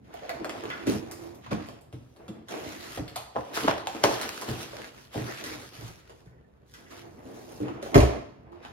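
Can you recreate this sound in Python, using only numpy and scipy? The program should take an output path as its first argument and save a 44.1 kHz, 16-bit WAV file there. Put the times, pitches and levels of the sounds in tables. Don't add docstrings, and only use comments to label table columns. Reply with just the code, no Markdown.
import sys
import numpy as np
from scipy import signal
from scipy.fft import rfft, irfft, next_fast_len
from scipy.io import wavfile
from scipy.ndimage import uniform_filter1d, map_coordinates

SR = 44100
rng = np.random.default_rng(int(sys.argv[2]) if len(sys.argv) > 2 else 0)


def makeup_ratio(level_db):
    decades = np.asarray(level_db, float) / 20
    return 10 ** decades


def wav_record(signal):
    frames = np.transpose(np.atleast_2d(signal))
    bounded = np.clip(frames, -1, 1)
    quanta = np.round(bounded * 32767).astype(np.int16)
    wavfile.write(sys.argv[1], SR, quanta)


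N = 384552


def unit(x):
    return x / np.sqrt(np.mean(x ** 2) + 1e-20)


def along(points, hz):
    f, v = np.transpose(points)
    return np.interp(np.log(hz + 1), np.log(f + 1), v)


def wobble(rate):
    knots = rng.standard_normal(int(N * rate / SR) + 4)
    return map_coordinates(knots, [np.arange(N) * rate / SR])


def filtered(x, response):
    m = next_fast_len(x.shape[-1] + 8192)
    spectrum = rfft(x, m) * response(np.fft.rfftfreq(m, 1 / SR))
    return irfft(spectrum, m)[..., :x.shape[-1]]


def ring(modes, centre_hz, spread, attack, t):
    hz, db, t60 = np.transpose(modes)[:, :, None]
    strength, phase, pitch = rng.standard_normal((3, len(modes), 1))
    db = db + 2 * strength - np.abs(spread) * np.log2(hz / centre_hz) ** 2
    hz = hz * (1 + 0.03 * pitch)
    partials = makeup_ratio(db - 60 * t / t60) * np.sin(2 * np.pi * hz * t + phase)
    x = np.sum(partials, axis=0) * (1 - np.exp(-t / attack))
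    return x / np.abs(x).max()


# (frequency [Hz], level [dB per Hz])
CONTACT_COLOUR = [(530, -41), (900, -12), (1040, -6.5), (1600, -15), (2000, -16.5), (3080, -19),
                  (4960, -20), (6500, -22), (8000, -23), (13500, -34.5), (15600, -46)]


def crack(t60, tilt_db, t):
    ticks = rng.standard_normal(len(t)) ** 3 * makeup_ratio(-60 * t / t60) * .07
    ticks[24] += 1

    def colour(hz):
        tilt = tilt_db * np.log2(np.maximum(hz, 1200) / 3000)
        low_cut = 1 + (700 / (hz + 1)) ** 4
        return makeup_ratio(along(CONTACT_COLOUR, hz) + tilt) / low_cut

    x = filtered(ticks, colour)
    return x / np.abs(x).max()


# (frequency [Hz], t60 [s])
ROOM_DECAY = [(60, .24), (120, .5), (250, .55), (1300, .68), (5000, .6), (11000, .38)]


def room(x, early_db):
    hz, t, z = signal.stft(rng.standard_normal((2, int(.58 * SR))), SR, nperseg=256)
    late = makeup_ratio(-60 * t / along(ROOM_DECAY, hz)[:, None])
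    late /= np.linalg.norm(late, axis=1, keepdims=True)
    early = makeup_ratio(-60 * t / 0.057)
    early /= np.linalg.norm(early)
    tail = signal.istft(z * (late + makeup_ratio(early_db) * early), SR, nperseg=256)[1]
    delayed = np.pad(x, (150, 0))[None]
    return signal.fftconvolve(delayed, tail / np.linalg.norm(tail[0]), axes=1)


def place(out, s, hit, echo):
    start = round(s * SR)
    out[0, start:][:len(hit)] += hit
    out[1:, start:][:, :echo.shape[1]] += echo


# (frequency [Hz], level [dB], t60 [s])
CARCASS_MODES = [(52, -11, 0.12), (64.7, -0.5, 0.2), (97, -2, 0.11), (121.5, 2, 0.14), (165, 1, 0.07)]
FLOOR_HZ, FRAME_HZ = 135, 64.4


def blows(rows, modes, damping, click_t60, attack, boom_attack, spread, early_db, click_room_db):
    out, t = np.zeros((3, N + 2 * SR)), np.arange(SR // 4) / SR
    damped = np.array(modes) / [1, 1, damping]
    for s, click_db, wood_db, boom_db, tilt_db, wet_db, wood_hz, boom_hz in rows:
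        click = makeup_ratio(click_db) * crack(click_t60, tilt_db, t)
        body = makeup_ratio(wood_db) * ring(damped, wood_hz, spread, attack, t)
        body += makeup_ratio(boom_db) * ring(CARCASS_MODES, boom_hz, 9.2, boom_attack, t)
        echo = makeup_ratio(wet_db) * room(body + makeup_ratio(click_room_db) * click, early_db)
        place(out, s, body + click, echo)
    return out[:, :N]


# (frequency [Hz], level [dB], t60 before damping [s])
WOOD_MODES = [(215, -4.5, 0.13), (272, -7, 0.14), (312, -4, 0.16), (385, -4, 0.07), (455.3, -1.5, 0.076),
              (545, -7, 0.086), (578, 2, 0.03), (679.5, 0, 0.053), (779, 9.5, 0.02), (864, 9, 0.013),
              (994, -5.5, 0.085), (1120, -5.5, 0.019), (1260, -0.5, 0.023), (1480, 20.5, 0.012),
              (1700, -5, 0.029), (2050, -9.5, 0.013), (2390, 3.5, .012), (2900, 12.5, .01)]
# (time [s], click level [dB], panel level [dB], panel centre [Hz],
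# click tilt [dB per octave])
DOOR_CLACKS = [(0.104, -56, -45, 826, 2.5), (0.14, -39, -37, 694, 12), (0.294, -18, -35, 664, -5.5),
               (0.4066, -57, -30, 336, 0), (0.4455, -19, -29, 654, -1), (0.4555, -28, -26.5, 800, -4),
               (0.4951, -20.5, -31, 568, -2), (0.551, -34, -31, 700, -7), (0.6376, -26, -30, 405, -3.5),
               (0.655, -26, -30.5, 384, -7), (0.7019, -20, -29, 1500, -9), (1.1127, -22.5, -58.5, 598, 4),
               (1.348, -39, -60, 420, 5.5), (1.464, -30.5, -40, 864, -9.5), (1.667, -40, -60, 600, -2),
               (1.687, -30, -34.5, 690, -1), (1.699, -43, -39, 450, -4), (1.8112, -48, -56, 450, 5),
               (2.163, -43, -57, 433, 0), (2.1997, -55, -50, 595, -7), (2.485, -26.5, -63, 685, -2),
               (2.646, -32.5, -37.5, 500, -7.5), (2.84, -28.5, -46, 403, -2.5),
               (3.0795, -31.5, -53, 431, -0.5), (3.159, -19, -40, 780, 0.5), (3.1624, -18, -26, 760, 4),
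               (3.168, -25, -35, 800, 1), (3.193, -33.5, -37, 640, 0.5), (3.352, -47, -32.5, 694, -7),
               (3.569, -22.5, -28, 560, -12), (3.575, -18, -23, 470, -12.5),
               (3.63, -37.5, -29.5, 280, -7.5), (3.643, -25.5, -22.5, 267, -12.5),
               (3.6783, -13, -18, 594, -6), (3.682, -7, -11, 525, -7.5), (3.714, -23.5, -28, 447, -5.5),
               (3.8714, -11.5, -21.5, 700, -1.5), (3.9489, -27.5, -27, 401, -2),
               (4.0389, -4.5, -7.5, 640, -1), (4.0443, -11.5, -10, 484, -8), (4.056, -22.5, -12.5, 710, -4),
               (4.09, -30, -24.5, 800, -5), (4.112, -29, -26.5, 560, -6), (4.2134, -16.5, -42.5, 800, 0),
               (4.4133, -20, -50, 606, 3.5), (4.42, -31, -36, 560, -11), (4.428, -26.5, -35, 600, -0.5),
               (4.733, -53, -32, 604, 12), (4.742, -49, -37, 480, 4), (4.795, -42, -37.5, 485, -1),
               (4.979, -34.5, -46, 600, -1), (5.44, -21, -42.5, 401, 2), (5.463, -23, -37, 330, -1.5),
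               (5.511, -40, -37, 350, -1), (6.096, -37, -43.5, 450, -1.5), (6.7387, -32.5, -47, 1700, 1),
               (6.905, -57, -57, 401, -0.5), (7.6832, -28, -46, 400, -8), (7.827, -24.5, -30, 413, -0.5),
               (7.862, -39, -28, 640, -7), (8.522, -45.5, -48, 683, -10), (8.6504, -29, -37, 786, -5)]


def doors():
    rows = [(s, click, panel, panel - 24, tilt, 3 - 0.2151 * (panel + 30), hz, FLOOR_HZ)
            for s, click, panel, hz, tilt in DOOR_CLACKS]
    return blows(rows, WOOD_MODES, damping=1.5, click_t60=0.008, attack=0.0008, boom_attack=.009,
                 spread=16, early_db=-7, click_room_db=-2.5)


# (frequency [Hz], level [dB], t60 before damping [s])
HEAVY_DOOR_MODES = [(124, -7, .12), (150, -11, .1), (190, -11, .08), (230, -5, .08), (272, -1, .1),
                    (310, -3, .09), (350, -4, .08), (404, -3, .1), (450, -6, .07), (520, -6, .06),
                    (592, -1, .11), (652, -3, .08), (720, -11, .05), (850, -13, .04), (1000, -16, .04)]
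# (time [s], click level [dB], panel level [dB])
CATCH_TOUCH = (7.9445, -8, -19)
# (time [s], panel level [dB], boom level [dB], click level [dB], panel centre [Hz])
SLAM_HITS = [(7.957, -2.5, -7.5, -12.5, 550), (7.964, -15, -15, -22, 302), (7.979, -7, -11, -13.5, 603),
             (8.004, -16.5, -14.5, -16.5, 600), (8.03, -14, -22, -23.5, 640), (8.05, -20, -32.5, -34, 640)]


def slam():
    rows = [(*CATCH_TOUCH, -60, -3, -3, 600, FRAME_HZ)]
    rows += [(s, click, panel, boom, -1.5, -2.5, hz, FRAME_HZ) for s, panel, boom, click, hz in SLAM_HITS]
    return blows(rows, HEAVY_DOOR_MODES, damping=1.1, click_t60=0.018, attack=0.0015, boom_attack=.004,
                 spread=2, early_db=-3, click_room_db=6)


# (time [s], click level [dB], wood level [dB], wood centre [Hz],
# click tilt [dB per octave])
EDGE_KNOCKS = [(1.5234, -40, -20.5, 259, -4), (3.359, -38, -24, 700, -7), (3.3636, -24.5, -14.5, 680, -7.5),
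               (3.382, -46, -21.5, 560, -4.5), (3.395, -45, -33, 333, -4), (5.158, -36, -21.5, 416, -3),
               (5.178, -45, -25, 300, -3)]


def knocks():
    boom_db, room_db = -23.5, -0.5
    rows = [(s, click, wood, wood + boom_db, tilt, room_db, hz, FLOOR_HZ)
            for s, click, wood, hz, tilt in EDGE_KNOCKS]
    return blows(rows, WOOD_MODES, damping=1.9, click_t60=0.0092, attack=0.0006, boom_attack=.006,
                 spread=11, early_db=-2, click_room_db=3.5)


# (time [s], board level [dB], boom level [dB], slap level [dB], board centre [Hz])
FOOTFALLS = [(0.869, -25.5, -42, -25, 286), (0.872, -18.5, -43, -30, 282), (0.889, -20.5, -37, -28, 295),
             (0.953, -30, -49, -40, 280), (1.513, -30, -29, -32, 596), (1.526, -35, -38, -33, 219),
             (1.927, -45, -60, -37, 500), (1.935, -37.5, -37, -48, 312), (2.281, -41, -57, -32.5, 500),
             (2.291, -34, -40, -50, 242), (2.659, -35.5, -44.5, -63, 307), (2.974, -27.5, -39, -28, 530),
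             (2.99, -31.5, -29.5, -50, 248), (4.481, -27.5, -34, -47, 560), (4.487, -29, -32, -52, 248),
             (4.51, -32.5, -39, -50, 420), (5.145, -33, -46, -44.5, 596), (5.165, -31, -29, -38, 252),
             (5.2, -45, -33, -55, 230), (5.539, -43, -48, -52, 304), (5.783, -54, -38.5, -55.5, 228),
             (5.818, -49, -40, -44, 300), (5.838, -58, -37, -58, 220), (5.88, -55, -46, -60, 220),
             (6.259, -56, -44, -48, 203), (7.254, -38, -69, -66, 297), (7.603, -25.5, -32.5, -40, 290),
             (7.63, -33, -37, -48, 350), (7.66, -34, -41, -51, 330), (7.695, -33, -49, -49, 300)]


def feet():
    rows = [(s, slap, board, boom, -.3, 1.5, hz, FLOOR_HZ) for s, board, boom, slap, hz in FOOTFALLS]
    return blows(rows, WOOD_MODES, damping=1.1, click_t60=0.021, attack=0.0015, boom_attack=0.011,
                 spread=15, early_db=-7.5, click_room_db=2.5)


# (frequency [Hz], level [dB], t60 [s])
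THIN_WALL_MODES = [(560, 3, .03), (614, -3.5, 0.047), (690, 1.5, 0.083), (755, -15, 0.026),
                   (1105, 12, 0.036), (1460, 5.5, 0.035), (1550, -1, 0.03), (1710, 3.5, 0.052),
                   (1960, -2, 0.084), (2103, 1, 0.031), (2424, -4, 0.033), (2600, -4, 0.039),
                   (2800, -3.5, 0.028), (3060, -8, 0.038), (3300, -2, 0.025), (3460, 4, 0.018),
                   (4400, 4, 0.015), (5100, -9, 0.02)]
# (time [s], level [dB], centre [Hz])
HOLLOW_NOTES = [(.142, -37, 670), (.222, -36, 597), (.233, -35, 700), (.246, -40, 640), (.27, -50, 660),
                (.297, -30, 685), (.305, -36, 676), (.294, -34.5, 1810), (.295, -38, 4400),
                (.296, -46, 5100), (.446, -38, 4400), (.495, -35.5, 2600), (0.7014, -30.5, 1600),
                (.7025, -33.5, 2680), (.712, -38, 3100), (0.722, -38, 1800), (0.732, -36, 1600),
                (0.751, -43, 1550), (0.769, -44, 1500), (.795, -44, 1450), (.869, -34, 2730),
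                (1.516, -35, 1120), (2.283, -46, 3300), (3.079, -38.5, 4440), (3.08, -50, 2100),
                (3.163, -39, 3020), (3.166, -38, 4400), (3.173, -43, 3240), (5.271, -39, 1500),
                (5.283, -37.5, 1700), (5.305, -39, 1710), (5.328, -46, 1750), (5.437, -39, 1390),
                (5.44, -38.5, 2120), (5.46, -41, 2100), (6.27, -61, 1890), (6.32, -60, 1830),
                (6.379, -64, 1765), (6.441, -66, 1760), (6.74, -47, 2390), (6.742, -47, 3400),
                (6.741, -58, 1700), (6.8615, -53, 2300), (7.943, -25, 2200), (7.95, -22.5, 2090)]


def hollow_things():
    out, t = np.zeros((3, N + SR)), np.arange(SR // 8) / SR
    for s, db, hz in HOLLOW_NOTES:
        note = makeup_ratio(db) * ring(THIN_WALL_MODES, hz, 60, 0.0012, t)
        place(out, s, note, makeup_ratio(5) * room(note, early_db=-0.5))
    return out[:, :N]


def rush(spectrum, patchy_db, grain_db):
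    grains = makeup_ratio(grain_db * rng.exponential(size=N // 64 + 1)).repeat(64)[:N]
    z = signal.stft(rng.standard_normal((2, N)) * grains, nperseg=512)[2]
    field = uniform_filter1d(rng.standard_normal(z.shape[1:]), 8, 0)
    field = uniform_filter1d(field, 10, 1)
    pair = signal.istft(z * makeup_ratio(patchy_db * unit(field)), nperseg=512)[1][:, :N]
    return unit(filtered(pair, lambda hz: makeup_ratio(along(spectrum, hz))))


def strokes(rows, rise_db_per_s, fall_db_per_s):
    s, hold, db = np.transpose(rows)[:3, :, None]
    t = np.arange(0, N / SR, .001)
    jolt_s = 0.087
    rise = rise_db_per_s * np.maximum(1, jolt_s / np.maximum(hold, .01))
    return makeup_ratio(db - rise * np.maximum(s - t, 0) - fall_db_per_s * np.maximum(t - s - hold, 0))


def joined(gains):
    total = np.linalg.norm(gains, axis=0)
    return np.interp(np.linspace(0, len(total) - 1, N), np.arange(len(total)), total)


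# (frequency [Hz], level [dB per Hz])
RUSTLE_COLOUR = [(470, -33.5), (800, -10), (1300, -2.5), (1400, -3), (3180, -8), (4850, -11), (6500, -13.5),
                 (7500, -18), (12000, -22.5), (14500, -30), (15600, -30)]
# (start [s], hold [s], level [dB], brightness [dB])
RUSTLE_STROKES = [(0.05, 0.091, -66, -1.5), (0.134, 0.33, -55.5, -5.5), (0.528, 0.3, -51, -3.5),
                  (0.873, 0.036, -38.5, 4), (1.102, 0.18, -60, 4), (1.23, 0.02, -65.5, 16.5),
                  (1.442, 0.096, -58.5, -8), (1.51, 0.011, -45, -7.5), (1.62, 0.09, -59, -3),
                  (1.928, 0.38, -78.5, 14), (2.511, 0.45, -44.5, 1.5), (3.06, 0.1, -59, -3),
                  (3.157, 0.014, -50.5, -2.5), (3.218, 0.18, -75, -4), (3.355, 0.27, -55, -1),
                  (3.528, 0.13, -49.5, -2), (3.544, 0.032, -35, 4), (3.568, 0.075, -37, 0.5),
                  (3.678, 0.017, -45, -15), (3.877, 0.42, -46.5, 0.5), (4.036, 0.0067, -28, 0),
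                  (4.12, 0.13, -39, 0.5), (4.295, 0.14, -41, 2), (4.489, 0.13, -40, 2),
                  (4.675, 0.19, -48, -0.5), (4.944, 0.11, -57, 4), (5.138, 0.18, -43.5, 1),
                  (5.344, 0.2, -43, 1), (5.592, 0.091, -51, 2.5), (5.66, 0.073, -65, 2),
                  (5.74, 0.15, -47.5, 3), (5.987, 0.14, -61.5, -2), (6.15, 0.056, -73.5, 11),
                  (6.3, 0.059, -91, 2.5), (6.678, 0.11, -68, 9.5), (6.758, 0.028, -60.5, 1.5),
                  (6.8, 0.096, -62.5, 4.5), (6.913, 0.068, -49.5, 1.5), (7.07, 0.42, -70.5, 11),
                  (7.253, 0.09, -66.5, 11.5), (7.355, 0.26, -65.5, 16), (7.628, 0.11, -62.5, -8),
                  (7.826, 0.03, -44.5, 0.5), (7.945, 0.017, -42.5, 6), (8.05, 0.02, -64, -18),
                  (8.53, 0.062, -77, -16.5), (8.632, 0.051, -58.5, -6.5)]


def rustling():
    hands = strokes(RUSTLE_STROKES, rise_db_per_s=592.5, fall_db_per_s=122.5)
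    bright = makeup_ratio(np.transpose(RUSTLE_STROKES)[3][:, None])
    noise = rush(RUSTLE_COLOUR, patchy_db=1.6, grain_db=1.7)
    fizz = filtered(noise, lambda hz: 1 / (1 + (4500 / (hz + 1)) ** 2))
    mix = joined(hands / bright) * (noise - fizz) + joined(hands * bright) * fizz
    return makeup_ratio(1.2 * wobble(25)) * mix


# (frequency [Hz], level [dB per Hz])
RUNNER_COLOUR = [(88, -43), (150, -34), (177, -8.5), (331, 0.5), (367, -2), (447, -1), (517, -4.5),
                 (684, -3.5), (975, -10.5), (1390, -18), (1800, -19), (2600, -24), (4200, -46.5),
                 (8000, -120)]
# (start [s], hold [s], level [dB])
DRAWER_STROKES = [(.1, 0.19, -53), (.32, 0.48, -44.5), (.88, 0.046, -38.5), (1.0, 0.33, -48.5),
                  (1.515, 0.013, -37), (1.65, 0.1, -58), (2.2, 0.19, -52.5), (2.52, 0.066, -39),
                  (2.6, 0.045, -42), (2.7, 0.085, -49), (2.85, 0.045, -47), (2.98, 0.01, -42),
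                  (3.08, 0.16, -63), (3.41, 0.033, -65), (3.54, 0.13, -39), (3.97, 0.12, -44),
                  (4.06, 0.074, -33), (4.2, 0.062, -39.5), (4.38, 0.1, -42.5), (4.52, 0.1, -44),
                  (4.75, 0.12, -51), (5.17, 0.08, -42.5), (5.28, 0.07, -46.5), (5.43, 0.17, -46.5),
                  (5.75, 0.13, -51.5), (6.0, 0.49, -69.5), (6.79, 0.055, -55.5), (6.92, 0.071, -51.5),
                  (7.05, 0.69, -51.5), (7.27, 0.53, -48.5), (7.65, 0.046, -39.5), (7.8, 0.073, -47),
                  (7.955, 0.036, -22.5), (8.47, 0.21, -52.5)]


def drawer():
    slide = joined(strokes(DRAWER_STROKES, rise_db_per_s=298, fall_db_per_s=107.5))
    return slide * makeup_ratio(2 * wobble(30)) * rush(RUNNER_COLOUR, patchy_db=1.4, grain_db=1.2)


# (frequency [Hz], level [dB per Hz])
SHUFFLE_COLOUR = [(15, -77.5), (25, -37), (43, -42), (65, -6.5), (123, -2.5), (150, -9), (183, -10),
                  (260, -4.5), (340, -20), (570, -120)]
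# (start [s], hold [s], level [dB])
WEIGHT_SHIFTS = [(0, 0.048, -55), (.52, 0.27, -50), (.885, 0.043, -33), (1.2, 0.31, -51.5),
                 (1.52, 0.098, -42), (1.95, 0.094, -56), (2.35, 0.19, -60), (2.62, .06, -50),
                 (2.8, .1, -54.5), (3.4, 0.22, -75), (3.64, 0.054, -44), (4.05, 0.25, -55),
                 (4.52, 0.072, -47.5), (4.92, 0.075, -58), (5.28, 0.35, -54.5), (5.7, 0.98, -65),
                 (6.82, 0.75, -55.5), (7.58, 0.39, -52), (8.0, 0.1, -41), (8.3, 0.32, -55),
                 (8.65, 0.11, -53)]


def shuffling():
    weight = joined(strokes(WEIGHT_SHIFTS, rise_db_per_s=196.5, fall_db_per_s=98))
    return weight * rush(SHUFFLE_COLOUR, patchy_db=1, grain_db=.2)


# (frequency [Hz], wander [Hz])
LOW_TONE = (345, 4.06)
# (start [s], hold [s], level [dB])
HUM_STROKES = [(.41, 0.25, -46.5), (.76, 0.12, -46.5), (.885, 0.022, -32), (1.02, 0.027, -43.5),
               (1.07, 0.16, -51.5), (1.22, 0.027, -46), (1.27, 0.05, -44.5), (2.8, 0.072, -51),
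               (3.6, 0.36, -50.5), (4.05, 0.056, -43), (4.68, 0.067, -54), (5.28, 0.062, -55),
               (6.95, .12, -56.5), (7.25, .3, -55), (7.66, 0.042, -42.5), (7.8, 0.2, -55),
               (8.52, 0.031, -48.5)]


def low_hum():
    centre_hz, wander_hz = LOW_TONE
    cycles = np.cumsum(centre_hz + wander_hz * wobble(16)) / SR
    hum = unit(np.sin(2 * np.pi * (cycles + rng.random((2, 1)))))
    return hum * makeup_ratio(2 * wobble(12)) * joined(strokes(HUM_STROKES, rise_db_per_s=200, fall_db_per_s=200))


# (frequency [Hz], level [dB per Hz])
HUSH_COLOUR = [(15, -57.5), (25, -27.5), (53, -7), (75, -6.5), (94, -17), (129, -8.5), (260, -25),
               (401, -17), (617, -24), (1760, -37), (5000, -50.5), (15600, -63)]


def house_hush():
    return makeup_ratio(-57.0) * rush(HUSH_COLOUR, patchy_db=1.5, grain_db=1.5)


# (frequency [Hz], likeness [0 to 1])
LIKENESS = [(60, 1), (150, 0.83), (400, 0.32), (800, 0.27), (1500, 0.1), (4000, 0.025), (7500, 0.71),
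            (12000, 1)]
# (frequency [Hz], left leads by [radians])
FAR_LEAD = [(0, 0), (270, -1), (600, -1.5), (1050, -3), (1400, -3.5), (1900, -4.5), (3000, -4.5),
            (6000, -3.6), (7000, -5), (8200, -2.5), (10000, -1), (11000, -1.5), (15000, 1.3)]
# (frequency [Hz], left leads by [radians])
NEAR_LEAD = [(0, 0), (270, 0.05), (600, 1), (1050, 1.88), (1400, 1.5), (2600, 1.4), (4000, 1.2),
             (6000, 2.5), (7000, 3.3), (8200, 4), (10000, 5), (11000, 6), (15000, 7)]
# (from [s], to [s])
NEAR_SPANS = [(.43, .62), (1.9, 2.46), (2.95, 4.7), (5.11, 5.27), (5.58, 5.76)]


def scene():
    direct, *echoes = doors() + slam() + knocks() + feet() + hollow_things()
    diffuse = echoes + (rustling() + drawer() + shuffling() + low_hum() + house_hush())

    def likeness(hz):
        turn = np.arccos(np.clip(along(LIKENESS, hz), 0, 1)) / 2
        return np.array([np.cos(turn), np.sin(turn)])

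    same, other = filtered(diffuse, likeness)
    left, right = direct + same + other, direct + same - other

    t = np.arange(N) / SR
    near = sum(1. * (t > a) * (t < b) for a, b in NEAR_SPANS)
    near = uniform_filter1d(near, size=SR // 50)

    def lag(hz):
        leads = [np.interp(hz, *np.transpose(points)) for points in (FAR_LEAD, NEAR_LEAD)]
        return np.exp(-1j * np.array(leads))

    far_right, near_right = filtered(right, lag)
    far_pan_db, near_pan_db = -0.8, -0.35
    pan = makeup_ratio((far_pan_db * (1 - near) + near_pan_db * near) / 2)
    return np.array([left * pan, ((1 - near) * far_right + near * near_right) / pan])


def band_limit(x):
    return signal.sosfilt(signal.butter(12, 15770, fs=SR, output="sos"), x)


def record(dry):
    x = filtered(dry, lambda hz: (1j * hz / (44 + 1j * hz)) ** 2)
    x = x / (1 + np.abs(x / .92) ** 6) ** (1 / 6)
    return band_limit(x)


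dry = scene()
out = record(dry)
wav_record(out)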